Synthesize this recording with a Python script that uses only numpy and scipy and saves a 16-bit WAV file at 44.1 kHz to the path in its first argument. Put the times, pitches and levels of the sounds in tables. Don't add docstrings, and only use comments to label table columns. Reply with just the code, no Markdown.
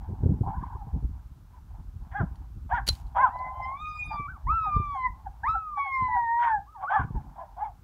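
import sys
import numpy as np
from scipy import signal
from scipy.fft import rfft, irfft, next_fast_len
from scipy.io import wavfile
from scipy.ndimage import uniform_filter1d

SR = 44100
rng = np.random.default_rng(int(sys.argv[2]) if len(sys.argv) > 2 else 0)


def volts_from_decibels(level):
    exponent = np.asarray(level, float) / 20
    return 10 ** exponent


def dump(signal):
    limited = np.clip(np.atleast_2d(signal).T, -1, 1)
    pcm = np.round(limited * 32767).astype(np.int16)
    wavfile.write(sys.argv[1], SR, pcm)


N = 345303

# pitch_hz [Hz], level_db [dB]
THROAT = [(440, -41.5), (560, -9.5), (660, 0.5), (790, 11.5), (1020, 6.5), (1250, -9), (1600, -6),
          (1850, -15.5), (2250, -17.5), (2700, -30.5), (3300, -24.5), (4000, -49.5), (6500, -50),
          (9000, -76.5)]


def evened(x):
    return x / np.sqrt(np.mean(x ** 2) + 1e-20)


def read(points, hz):
    f, value = np.transpose(points)
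    return np.interp(np.log(hz + 1), np.log(f + 1), value)


def add(mix, s, sound):
    part = mix[round(s * SR):][:len(sound)]
    part += sound[:len(part)]


def columns(rows):
    s, *rest = np.transpose(rows)
    t = np.arange(s[0], s[-1], 1 / SR)
    hz, *levels = (np.interp(t, s, c) for c in rest)
    return s[0], [uniform_filter1d(hz, size=700, mode="nearest"), *levels]


def coloured(x, gain):
    size = next_fast_len(len(x) + 2048)
    return irfft(rfft(x, size) * gain(np.fft.rfftfreq(size, 1 / SR)), size)[:len(x)]


def noise(length):
    return rng.standard_normal(length)


def wander(length, top_hz):
    return evened(coloured(noise(length), lambda hz: 1 / (1 + (hz / top_hz) ** 4)))


def faded(x, s):
    return x * signal.windows.tukey(len(x), min(1, 2 * s * SR / len(x)))


def arch(crest, count=11):
    u = np.linspace(0, 1, count)
    return u, abs(np.sin(np.pi * u ** (np.log(.5) / np.log(np.clip(crest, .1, .9)))))


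def gusts():
    # time_s [s], rumble_db [dB]
    breeze_points = [(0.0, -38), (.5, -31), (.9, -42), (1.6, -47), (2.5, -38), (3.0, -40), (3.95, -46.5),
                     (4.3, -42.5), (4.6, -49), (4.74, -33.5), (4.9, -45.5), (5.2, -51.5), (5.5, -42.5),
                     (5.95, -62), (6.35, -59), (6.9, -53), (7.3, -54.5), (7.83, -50)]
    # crest_s [s], rumble_db [dB], buffet_db [dB], dying_speed [dB per s]
    gust_list = [(.11, -38, -32.5, 396.5), (0.242, -40, -23.5, 86), (.96, -28.5, -33.5, 406),
                 (1.049, -27, -42, 268), (1.79, -36.5, -48.5, 153), (2.218, -35, -26.5, 355),
                 (2.91, -35.5, -61, 198.5), (3.2, -39.5, -47.5, 204.5), (4.032, -37, -49.5, 40),
                 (4.49, -26.5, -41.5, 209.5), (4.78, -31.5, -45.5, 142.5), (5.08, -42, -53.5, 134),
                 (5.298, -40.5, -62, 398), (5.44, -39.5, -54.5, 89), (6.02, -36, -44.5, 94.5),
                 (6.58, -40, -49.5, 255.5), (7.0, -39, -41, 55), (7.178, -30, -39.5, 359)]
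    rise_db_per_s, calm_buffet_db = 551, -15
    t = np.arange(N) / SR
    breeze = volts_from_decibels(np.interp(t, *np.transpose(breeze_points)))
    rumble, buffet = breeze ** 2, (volts_from_decibels(calm_buffet_db) * breeze) ** 2
    for s, rumble_db, buffet_db, dying in gust_list:
        down_db = np.where(t < s, rise_db_per_s * (s - t), dying * (t - s))
        rumble = rumble + volts_from_decibels(rumble_db - np.where(t < s, .35, .7) * down_db) ** 2
        buffet = buffet + volts_from_decibels(buffet_db - down_db) ** 2
    return np.sqrt(rumble), np.sqrt(buffet)


def wind():
    # pitch_hz [Hz], level_db [dB]
    rumble_tone = [(15, -42), (28, -6), (50, 11), (80, 5.5), (120, -4.5), (200, -20.5), (400, -71)]
    buffet_tone = [(50, -24), (100, -7), (140, -0.5), (200, -5.5), (300, -12.5), (450, -30.5), (700, -35),
                   (1200, -81)]
    hiss_tone = [(150, -30.5), (250, -5.5), (476, -11), (987, -11.5), (1240, -7), (1400, -9.5),
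                 (1910, -19.5), (6020, -23), (10300, -27.5), (11400, -24.5), (15900, -25.5)]
    hiss_db = -69
    heave, shove = gusts()
    lumps = wander(N, 24)
    steady_rumble = coloured(noise(N), lambda hz: volts_from_decibels(read(rumble_tone, hz)))
    rumble = evened(steady_rumble * volts_from_decibels(3.2 * lumps))
    bursts_db = np.minimum(3.5 * lumps + 3.5 * wander(N, 70), 8)
    buffet = evened(coloured(noise(N) * volts_from_decibels(bursts_db), lambda hz: volts_from_decibels(read(buffet_tone, hz))))
    hiss = evened(coloured(noise(N), lambda hz: volts_from_decibels(read(hiss_tone, hz))))
    return heave * rumble + shove * buffet + volts_from_decibels(hiss_db) * hiss


def harsh(rows, rough, jitter, split_hz=1230):
    start, (hz, effort_db, mouth_db) = columns(rows)
    length = len(hz)
    slack = 1 - hz / hz.max()
    onset = np.exp(-np.arange(length) / SR / .035)
    rough = np.clip(rough + 1.1 * slack + .6 * onset, 0, .9)
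    turns = np.cumsum(hz * np.exp(jitter * wander(length, 90))) / SR

    folds = np.zeros(length)
    for k in range(2, 18):
        strength = 0.12 + 1 / (1 + (k * hz / 1700) ** 12)
        folds += np.cos(2 * np.pi * k * turns) * strength * volts_from_decibels(6.77 * wander(length, 19))
    puffs = (1.7 + np.exp(-(turns % 1) / 1.7)) * noise(length)
    breath = evened(coloured(puffs, lambda f: f < 9000))
    drive = (1 - rough) * evened(folds) + rough * .5 * breath

    def below(f):
        return 1 / (1 + (f / split_hz) ** 12)

    low = coloured(drive, lambda f: volts_from_decibels(read(THROAT, f)) * below(f))
    high = coloured(drive, lambda f: volts_from_decibels(read(THROAT, f)) * (1 - below(f)))
    low, high = (v / np.sqrt(abs(uniform_filter1d(v ** 2, size=2200)) + 1e-20) for v in (low, high))
    broken_db = min(45 * jitter, 2.5) * wander(length, 37)
    return start, faded(volts_from_decibels(effort_db + broken_db) * (low + volts_from_decibels(mouth_db) * high), 0.02)


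def growls():
    # start_s [s], length_s [s], effort_db [dB]
    bouts = [(0.0, 0.34, -57), (.86, 0.13, -56.5), (1.144, 0.061, -70), (1.729, 0.06, -64.5),
             (2.06, .1, -63), (2.28, 0.14, -66), (2.898, 0.27, -63), (3.32, 0.39, -44), (3.901, .4, -64.5),
             (4.343, 0.13, -65), (4.83, .05, -67), (5.096, 0.2, -64), (5.364, 0.096, -63),
             (6.223, 0.11, -67), (7.083, 0.24, -62), (7.45, .1, -61.5)]
    fade_db_per_s, mutter_db = 223.5, -82
    s = np.arange(0, N / SR, .01)
    start, length, db = np.transpose(bouts)[:, :, None]
    outside = np.maximum(np.maximum(start - s, s - start - length), 0)
    effort_db = np.maximum((db - fade_db_per_s * outside).max(0), mutter_db)
    mouth_db = np.clip(-6.5 - 0.56 * (effort_db + 56.5), -14, 3)
    pitch_hz = 105 + 0 * s
    return [harsh(np.transpose([s, pitch_hz, effort_db, mouth_db]), rough=.75, jitter=.25, split_hz=920)]


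def slaps():
    # start_s [s], peak_db [dB], pitch_hz [Hz]
    eddies = [(0.092, -23, 88), (0.127, -23.5, 92), (0.235, -14, 94), (0.259, -11.5, 89.8),
              (0.294, -15.5, 103), (0.339, -18.5, 121), (0.411, -13.5, 110), (0.472, -22, 95),
              (0.628, -29.5, 175), (0.753, -29.5, 90.5), (0.871, -32, 143), (0.941, -26, 92.5),
              (1.028, -26, 91.5), (1.956, -48, 129), (2.206, -15.5, 106), (2.881, -39, 95),
              (4.198, -27.5, 108), (4.285, -50, 93), (4.487, -51, 94), (4.687, -45, 130),
              (4.765, -16.5, 107), (4.799, -19, 104), (5.509, -48, 101), (6.024, -26.5, 104),
              (6.996, -20.5, 94), (7.046, -24, 114), (7.107, -26, 125), (7.148, -26.5, 92)]
    out, t = np.zeros(N), np.arange(2600) / SR
    for s, db, hz in eddies:
        u = t * hz
        swing = np.sin(2 * np.pi * u * (1 - 0.052 * u)) * u * np.exp(-u / 0.43)
        push = noise(len(t)) * u * np.exp(-u / .5)
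        puff = coloured(push, lambda f: (f > 150) / (1 + (f / 450) ** 6))
        slap = swing / abs(swing).max() + volts_from_decibels(-14.5) * puff / abs(puff).max()
        add(out, max(s - .002, 0), volts_from_decibels(db) * slap)
    return coloured(out, lambda f: 1 / (1 + (60 / (f + 1)) ** 4) / (1 + (f / 750) ** 6))


def far_howl():
    path = [(0.42, 380.6, -47, -53), (0.486, 385, -35, -28.5), (0.602, 558, -44, -11.5),
            (0.746, 499, -47, -17.5), (0.86, 380.7, -51.5, -31)]
    return [harsh(path, rough=.45, jitter=.075)]


def bark(start, length, top_hz, effort_db, mouth_db, crest, start_db, end_db, swing_db, foot, rough, jitter):
    u, hump = arch(crest)
    tension = arch(.5)[1] ** 2.4
    pitch_hz = top_hz * (foot + (1 - foot) * tension)
    ends_db = np.where(u < crest, start_db, end_db) * (1 - hump)
    rows = [start + length * u, pitch_hz, effort_db + ends_db, mouth_db + swing_db * (1 - hump)]
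    return harsh(np.transpose(rows), rough, jitter)


def woofs():
    woof_list = [
        (1.491, 0.13, 498, -59, -12),
        (2.688, .06, 351, -29, -27),
        (3.148, .06, 337.3, -24.5, -15.5),
        (4.089, 0.093, 467, -35, -22.5),
        (6.38, 0.17, 149.3, -38.5, 5),
        (6.946, 0.11, 360, -32.5, -5),
        (7.343, 0.132, 338.7, -38, -22.5),
    ]
    return [bark(*row, crest=.58, start_db=-15, end_db=-27.5, swing_db=2.5, foot=.9, rough=.58, jitter=.05)
            for row in woof_list]


def barks():
    bark_list = [
        (2.106, .145, 427.5, -32.5, -1.5),
        (2.687, 0.13, 492, -27, -1),
        (3.142, .165, 547.6, -17, -11),
    ]
    return [bark(*row, crest=.58, start_db=-17, end_db=-24, swing_db=-5, foot=.68, rough=.18, jitter=.016)
            for row in bark_list]


def twig():
    # start_s [s], peak_db [dB]
    snaps = [(2.3567, -52.5), (2.87, -29.5), (2.8779, -16), (2.8873, -11.5), (2.8906, -13.5), (2.8977, -28),
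             (2.903, -46), (2.9287, -42), (2.9522, -41), (3.0678, -58), (3.3454, -74), (3.388, -55.5)]
    # pitch_hz [Hz], level_db [dB], time to fall by 60 dB [s]
    low_modes = [(1200, -6.5, 0.0027), (2040, -10.5, .006), (3300, -10, .01), (4090, -3.5, 0.059),
                 (4500, 6, 0.011), (5700, -12, 0.017), (6760, -3, .008)]
    high_modes = [(8120, -7, 0.022), (9920, 1.5, 0.029), (10900, -13.5, .01), (13700, -13, .006),
                  (15320, -33, .006)]
    high_share = .22
    t = np.arange(3000) / SR
    low, high = (sum(volts_from_decibels(db - 60 * t / t60) * np.sin(2 * np.pi * hz * t) for hz, db, t60 in modes)
                 for modes in (low_modes, high_modes))
    ring = (1 - high_share) * low + high_share * high
    out = np.zeros(N)
    for s, db in snaps:
        tear = noise(600) * np.exp(-t[:600] / .002)
        crack = signal.fftconvolve(tear, ring)
        add(out, s, volts_from_decibels(db) * crack / abs(crack).max())

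    t = np.arange(SR // 4) / SR
    rustle = coloured(noise(len(t)), lambda hz: hz / (hz + 1500) / (1 + (hz / 5500) ** 1.3))
    rustle_db = -42.5 - 60 * t / 0.33 + 2.9 * wander(len(t), 120)
    add(out, 2.864, np.minimum(t / 0.012, 1) * volts_from_decibels(rustle_db) * evened(rustle))
    return out


def sung(rows, flutter_db, jitter):
    start, (hz, *levels_db) = columns(rows)
    length = len(hz)
    jitter = jitter + 0.017 * np.exp(-np.arange(length) / SR / 0.036)
    turns = np.cumsum(hz * (1 + jitter * wander(length, 65))) / SR
    flutter_db = flutter_db * np.clip(-(levels_db[0] + 15.5) / 14, .4, 1.8)
    voice = np.zeros(length)
    for k, db in enumerate(levels_db, 1):
        flicker = wander(length, 11.6) + 0.29 * wander(length, 74)
        level = volts_from_decibels(db + k ** 0.51 * flutter_db * flicker)
        voice += level * np.sqrt(2) * np.sin(2 * np.pi * k * turns)
    return start, faded(voice, .008)


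def howl(rows):
    # pitch_hz [Hz], level_db [dB]
    muzzle = [(2500, -28), (3000, -21), (3600, -13.5), (4100, -20), (4700, -15), (5500, -20), (7000, -19),
              (9500, -8)]
    step_db = -8.5
    s, hz, first_db, octave_db, edge_db = np.transpose(rows)
    above = [edge_db + read(muzzle, k * hz) + step_db * (k - 3) for k in range(3, 9)]
    return sung(np.transpose([s, hz, first_db, octave_db] + above), flutter_db=2.5, jitter=.003)


def long_howls():
    stepped_path = [(3.285, 812, -50.5, -50, -60), (3.345, 1005, -34.5, -51, -61),
                    (3.6, 1037, -45, -55, -66), (3.65, 1029, -35, -36, -40.5),
                    (3.73, 1075, -44, -61, -74.5), (3.82, 1237, -38, -48, -49.5),
                    (4.08, 1221, -55, -50, -53), (4.17, 1168, -38, -47.5, -46),
                    (4.275, 1153, -37.5, -52.5, -73)]
    short_path = [(4.465, 900, -40.5, -62, -70), (4.506, 1267, -22, -53, -55),
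                  (4.551, 1348, -27, -55.5, -53), (4.73, 1195, -34, -49.5, -61.5),
                  (4.82, 1192, -34.5, -46, -62), (4.93, 1131, -32, -52, -44),
                  (4.995, 1034, -30, -45.5, -49.5), (5.065, 1008, -27.5, -38, -52),
                  (5.1, 905, -65, -67.5, -75)]
    long_path = [(5.432, 758, -33, -36.5, -54), (5.49, 1270, -24.5, -51, -43.5),
                 (5.559, 1339, -28, -65, -55.5), (5.72, 1200, -40.5, -77, -85),
                 (5.79, 1131, -34, -41.5, -48), (6.275, 920, -25.5, -37.5, -54.5),
                 (6.438, 960.4, -24.5, -43, -56.5), (6.55, 848.5, -24.5, -38.5, -71),
                 (6.6, 767, -43, -62, -82.5)]
    return [howl(rows) for rows in (stepped_path, short_path, long_path)]


def whine(rows):
    start, tone = sung(rows, flutter_db=3.0, jitter=0.01)
    wave = signal.hilbert(tone)
    octave = (wave ** 2 / (abs(wave) + 1e-9)).real * wander(len(tone), 160)
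    return start, tone + volts_from_decibels(-13) * coloured(octave, lambda f: volts_from_decibels(read(THROAT, f)) * (f > 1250))


def arched(start, length, foot_hz, top_hz, db):
    u, hump = arch(.4)
    pitch_hz = foot_hz + (top_hz - foot_hz) * hump
    return whine(np.transpose([start + length * u, pitch_hz, db - 3.5 * (1 - hump)]))


def whines():
    whine_list = [
        (4.266, 0.11, 1005, 1550, -47),
        (4.517, 0.035, 855, 940, -38),
        (5.542, 0.041, 1320, 1410, -33),
        (6.66, .16, 923, 1283, -50.5),
    ]
    return [arched(*row) for row in whine_list]


def yip(end, run, top_hz, run_db, drop_db):
    drop_s, land_hz = .07, 770
    return whine([(end - drop_s - run, .94 * top_hz, run_db),
                  (end - drop_s, top_hz, run_db - 5),
                  (end - .55 * drop_s, land_hz, drop_db),
                  (end, 0.96 * land_hz, drop_db - 19.5)])


def yips():
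    yip_list = [
        (4.71, 0.012, 1085, -48, -36),
        (5.0, .015, 1000, -40, -29.5),
        (5.31, 0.11, 1092, -53.5, -40),
        (5.6, .1, 950, -43.5, -33),
        (5.91, 0.07, 910, -39, -38),
        (6.21, .06, 890, -38, -32),
    ]
    return [yip(*row) for row in yip_list]


def cries():
    # time_s [s], pitch_hz [Hz], level_db [dB]
    cry_list = [
        [(6.745, 1071, -53), (6.781, 775, -50.5), (6.85, 735, -41.5)],
        [(6.82, 998, -36.5), (6.87, 1200, -44.5), (6.89, 1510, -36.5), (6.94, 1570, -38.5), (6.965, 1760, -36),
         (7.03, 1414, -49)],
        [(7.07, 1200, -65), (7.13, 1085, -58), (7.17, 876, -45), (7.21, 770, -49)],
    ]
    return [whine(rows) for rows in cry_list]


def yelps():
    yelp_list = [
        (6.798, 0.092, 289.4, -36.5, -12),
        (6.888, 0.13, 440, -21.5, -8),
        (7.559, .17, 445.3, -29.5, -24),
    ]
    return [bark(*row, crest=.46, start_db=-18.5, end_db=-38, swing_db=-6, foot=.76, rough=.3, jitter=.03)
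            for row in yelp_list]


def coyotes():
    pack = np.zeros(N)
    for voice in (growls, far_howl, woofs, barks, long_howls, whines, yips, cries, yelps):
        for start, call in voice():
            add(pack, start, call)
    return pack


def hillside(x):
    t = np.arange(SR // 2) / SR
    hits = rng.choice([-1., 1.], len(t)) * (rng.random(len(t)) < 1500 / SR)
    taps = hits * volts_from_decibels(-60 * t / 0.21) * (t > .012)
    tail = coloured(taps, lambda hz: 1 / (1 + (hz / 2500) ** 2))
    return signal.fftconvolve(x, tail / np.linalg.norm(taps))[:N]


def scene():
    near = twig() + slaps() + wind()
    pack = coyotes()
    return (near + pack + volts_from_decibels(-12.5) * hillside(pack))[None]


def band_limit(x):
    return signal.sosfilt(signal.butter(12, 16080, fs=SR, output="sos"), x)


def record(dry):
    edge_hz = 15750
    low_pass = signal.firwin(511, edge_hz, window=("kaiser", 9), fs=SR)
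    narrow = signal.oaconvolve(dry, low_pass[None], "same")
    return band_limit(narrow)


dry = scene()
out = record(dry)
dump(out)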